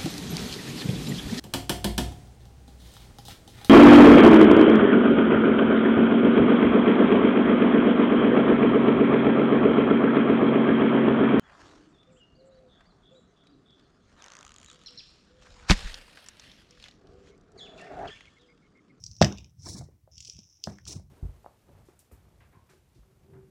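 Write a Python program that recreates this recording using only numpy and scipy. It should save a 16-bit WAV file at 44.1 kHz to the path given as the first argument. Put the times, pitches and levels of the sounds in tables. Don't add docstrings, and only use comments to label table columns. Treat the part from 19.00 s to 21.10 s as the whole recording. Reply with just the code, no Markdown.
import sys
import numpy as np
from scipy import signal
from scipy.fft import rfft, irfft, next_fast_len
from scipy.io import wavfile
from scipy.ndimage import map_coordinates

SR = 44100
rng = np.random.default_rng(int(sys.argv[2]) if len(sys.argv) > 2 else 0)


def persist_wave(psi):
    counts = np.round(np.clip(psi, -1, 1) * 32767).astype(np.int16)
    wavfile.write(sys.argv[1], SR, np.atleast_2d(counts).T)


N = 92610
T = np.arange(N) / SR


def amp(db):
    return 10 ** (np.asarray(db) / 20)


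def unit(x):
    return x / np.sqrt(np.mean(x ** 2) + 1e-20)


def along(points, hz):
    f, v = np.transpose(points)
    return np.interp(np.log(hz + 1), np.log(f + 1), v)


def curves(rows):
    seconds, *columns = np.transpose(rows)
    return [np.interp(T, seconds, column) for column in columns]


def wobble(rate):
    knots = rng.standard_normal(int(N * rate / SR) + 4)
    return map_coordinates(knots, [T * rate])


def coloured(x, spectrum):
    size = 8192
    log_gain = np.log(amp(along(spectrum, np.fft.rfftfreq(size, 1 / SR))) + 1e-6)
    cepstrum = irfft(log_gain)
    cepstrum[1:size // 2] *= 2
    cepstrum[size // 2 + 1:] = 0
    response = irfft(np.exp(rfft(cepstrum)))
    return signal.fftconvolve(x, response / np.linalg.norm(response))[:len(x)]


def cavity(x, spectrum):
    # time in seconds, drive of the hollow body against the bubble noise in dB.
    depth = [(.19, -28), (.21, -4), (.45, -1.5), (.6, -27), (1.15, -23.5), (1.18, -13.5), (1.42, -13.5),
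             (1.5, -27), (1.64, -13.5)]
    # frequency in Hz, relative level in dB per Hz.
    hollow = [(1700, -33), (2500, -0.5), (3800, -1), (4800, -36.5)]
    body = coloured(amp(curves(depth)[0]) * x, hollow)
    return coloured(x, spectrum) + body


def grains(per_s, spread_db, bed):
    hit = rng.random(N) < per_s / SR
    size = np.minimum(rng.exponential(1, N), 4)
    noise = rng.standard_normal((2, N))
    ticks = unit(hit * amp(spread_db * size) * np.sign(noise[0]))
    return unit(ticks + bed * noise[1])


def fizz():
    # time in seconds, crackle level in dB, wide hiss over the crackle in dB.
    swells = [(0, -63.5, -11.5), (.3, -53, -31), (.56, -87.5, -8.5), (.62, -56, -11.5), (.67, -45, -1.5),
              (.74, -45, -2), (.76, -57, 0), (.79, -57, 9.5), (.81, -65.5, 2), (.92, -86.5, -1),
              (1.1, -104, -20), (1.115, -61.5, -29), (1.28, -55, -9.5), (1.45, -61, -27.5),
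              (1.62, -69, -47.5), (1.66, -58, 2), (1.84, -77, -22), (1.88, -44, 0), (1.91, -43.5, -2.5),
              (1.96, -58.5, -0.5), (2.1, -93, -4.5)]
    # frequency in Hz, relative level in dB per Hz.
    crackle_colour = [(2500, -75), (4600, -30.5), (5300, -3.5), (5950, -5.5), (6900, -21.5), (10000, -66)]
    # frequency in Hz, relative level in dB per Hz.
    hiss_colour = [(2200, -46), (4000, 0), (7500, -0.5), (10400, -10), (12700, -28.5), (15300, -17.5)]
    level_db, hiss_db = curves(swells)
    crackle = unit(cavity(grains(per_s=1300, spread_db=4, bed=.45), crackle_colour))
    hiss = unit(coloured(grains(per_s=2500, spread_db=3, bed=.8), hiss_colour))
    return amp(level_db + 2.2 * wobble(70)) * (crackle + amp(hiss_db) * hiss)


def squelch():
    per_s, t60_s = 1800, .03
    u = rng.random((int(per_s * N / SR), 3))
    t = T[:SR // 30]
    hz = 150 * 20 ** u[:, 1:2]
    size = amp(-3 * np.log(u[:, 2:] + .02))
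    onset = np.minimum(500 * t, 1)
    ring = size * amp(-60 * t / t60_s) * onset * np.sin(2 * np.pi * hz * t)
    at = (u[:, :1] * N).astype(int) + np.arange(len(t))
    return unit(np.bincount(at.ravel(), ring.ravel(), N)[:N])


def lean():
    # time in seconds, rumble level in dB, squelch level in dB.
    pressure = [(0, -45.5, -77.5), (.2, -48, -76.5), (.3, -39.5, -40.5), (.56, -54.5, -89.5),
                (.62, -39.5, -75), (.67, -41.5, -48.5), (.8, -39, -53), (.9, -51, -71), (1, -63.5, -82),
                (1.25, -51.5, -81.5), (1.48, -64, -83), (1.63, -70.5, -84), (1.7, -45, -49.5),
                (1.84, -58, -76), (1.89, -40.5, -49), (1.97, -40, -58), (2.02, -45, -73.5), (2.1, -53, -80)]
    # frequency in Hz, relative level in dB per Hz.
    rumble_colour = [(20, -29.5), (60, 11), (150, -0.5), (260, -21.5), (500, -92)]
    # frequency in Hz, relative level in dB per Hz.
    rub_colour = [(150, -20), (300, 2), (520, -8.5), (900, -8.5), (1600, -17.5), (2300, -12), (3000, -45.5)]
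    rumble_db, rub_db = curves(pressure)
    rumble = unit(coloured(rng.standard_normal(N), rumble_colour))
    rub = unit(coloured(squelch(), rub_colour))
    return amp(rumble_db + 3 * wobble(25)) * rumble + amp(rub_db + 3 * wobble(30)) * rub


def air():
    # frequency in Hz, relative level in dB per Hz.
    air_colour = [(200, -7), (16000, -9.5)]
    return amp(-80.5) * unit(coloured(rng.standard_normal(N), air_colour))


def pops():
    # start in seconds, relative strength in dB.
    bursts = [(0.0382, -18.5), (0.0635, -18), (0.1132, -29.5), (0.1652, -31), (0.2125, -20), (0.2149, -5),
              (0.2212, -3), (0.2258, -5), (0.2448, -6), (0.3238, -26.5), (0.3739, -32), (0.383, -26),
              (.444, -36.5), (1.1797, -23.5), (1.2042, -18.5), (1.2257, -29.5), (1.2487, -23),
              (1.2534, -26.5), (1.2731, -26.5), (1.277, -26.5), (1.2973, -20), (1.334, -32.5),
              (1.366, -30.5), (1.3892, -28.5), (1.6387, -12.5), (1.784, -38.5), (1.8532, -27.5),
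              (1.8775, -28)]
    # frequency in Hz, relative level in dB per Hz.
    snap_colour = [(2500, -67), (4300, -8.5), (5600, 2), (8300, -20), (11000, -45), (15200, -42.5)]
    gain_db, tick_db = 2, -4.5
    rise_s, t60_s = .0006, .014
    out, t = np.zeros(N + SR), T[:SR // 50]
    shape = (1 - np.exp(-t / rise_s)) * amp(-60 * t / t60_s)
    tick = amp(tick_db) * (np.arange(len(t)) == SR // 2000)
    for s, db in bursts:
        puff = shape * rng.standard_normal(len(t))
        burst = puff / np.linalg.norm(puff) + tick
        out[round(s * SR):][:len(t)] += amp(db + gain_db) * burst
    return cavity(out[:N], snap_colour)


def knocks():
    # start in seconds, strength of the push in dB, contact time in ms.
    pushes = [(0.2119, -12, 1.04), (.2165, -14, 2.7), (0.2237, -9, 4.3), (0.2247, -13.5, .25),
              (0.2365, -23.5, 0.93), (0.2448, -25, .25), (1.673, -29.5, 0.78), (1.685, -30.5, 2.85)]
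    # frequency in Hz, level in dB, 60 dB decay in seconds.
    modes = [(120.3, -5, .12), (160, -3, 0.033), (199, -2.5, 0.3), (346.3, -7, 0.088), (1800, 8, 0.0045)]
    push, t = np.zeros(N + SR), T[:SR // 3]
    for s, db, ms in pushes:
        shape = np.sin(np.pi * np.clip(t[:SR // 50] * 1000 / ms, 0, 1)) ** 2
        push[round(s * SR):][:len(shape)] -= amp(db) * shape / shape.sum()
    table_top = sum(amp(db - 60 * t / t60) * np.sin(2 * np.pi * hz * t) for hz, db, t60 in modes)
    return signal.fftconvolve(push, table_top)[:N]


def plops():
    # start in seconds, level before the decay in dB, pitch in Hz.
    # The row at 1.64 s is the bright tick on a pop; the others are air pockets.
    damped_sines = [(0.2155, 1, 634), (0.747, -30.5, 189), (.812, -36, 670), (.822, -39.5, 670),
                    (0.887, -45.5, 422), (1.076, -45, 604), (1.287, -51, 398.4), (1.387, -41.5, 199),
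                    (1.389, -53, 596), (1.64, -33.5, 12240), (1.673, -23, 625), (1.786, -38, 1760),
                    (1.866, -43.5, 1280), (1.962, -29.5, 160), (1.997, -45.5, 613)]
    cycles = 10
    out, t = np.zeros(N + SR), T[:SR // 10]
    for s, db, hz in damped_sines:
        onset = np.minimum(3 * t * hz, 1)
        decay = amp(db - 60 * t * hz / cycles)
        out[round(s * SR):][:len(t)] -= decay * np.sin(2 * np.pi * hz * t) * onset
    return out[:N]


def room(x):
    # frequency in Hz, 60 dB decay in seconds.
    decay_times = [(100, 0.21), (6000, 0.13), (14000, 0.19)]
    out, zone = np.zeros(N), np.floor(T / .03) % 3
    for k in range(3):
        hz, t, z = signal.stft(rng.standard_normal(SR // 2), SR, nperseg=256)
        decay = amp(-60 * t / along(decay_times, hz)[:, None])
        tail = signal.istft(z * decay, SR, nperseg=256)[1]
        delayed = np.pad(x * (zone == k), (130, 0))
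        out += signal.fftconvolve(delayed, tail / np.linalg.norm(tail))[:N]
    return out


def scene():
    hits, wet = pops() + knocks(), plops()
    answer = room(amp(-8) * hits + amp(-9) * wet)
    return (hits + wet + answer + fizz() + lean() + air())[None]


def record(dry):
    low_hz, top_hz = 55, 16250
    m = next_fast_len(N + SR // 2)
    hz = np.fft.rfftfreq(m, 1 / SR)
    s = 1j * hz / low_hz
    bass_cut = (s * s / (s * s + 1.8 * s + 1)) ** 2
    return irfft(rfft(dry, m) * bass_cut * (hz < top_hz), m)[..., :N]


dry = scene()
out = record(dry)
persist_wave(out)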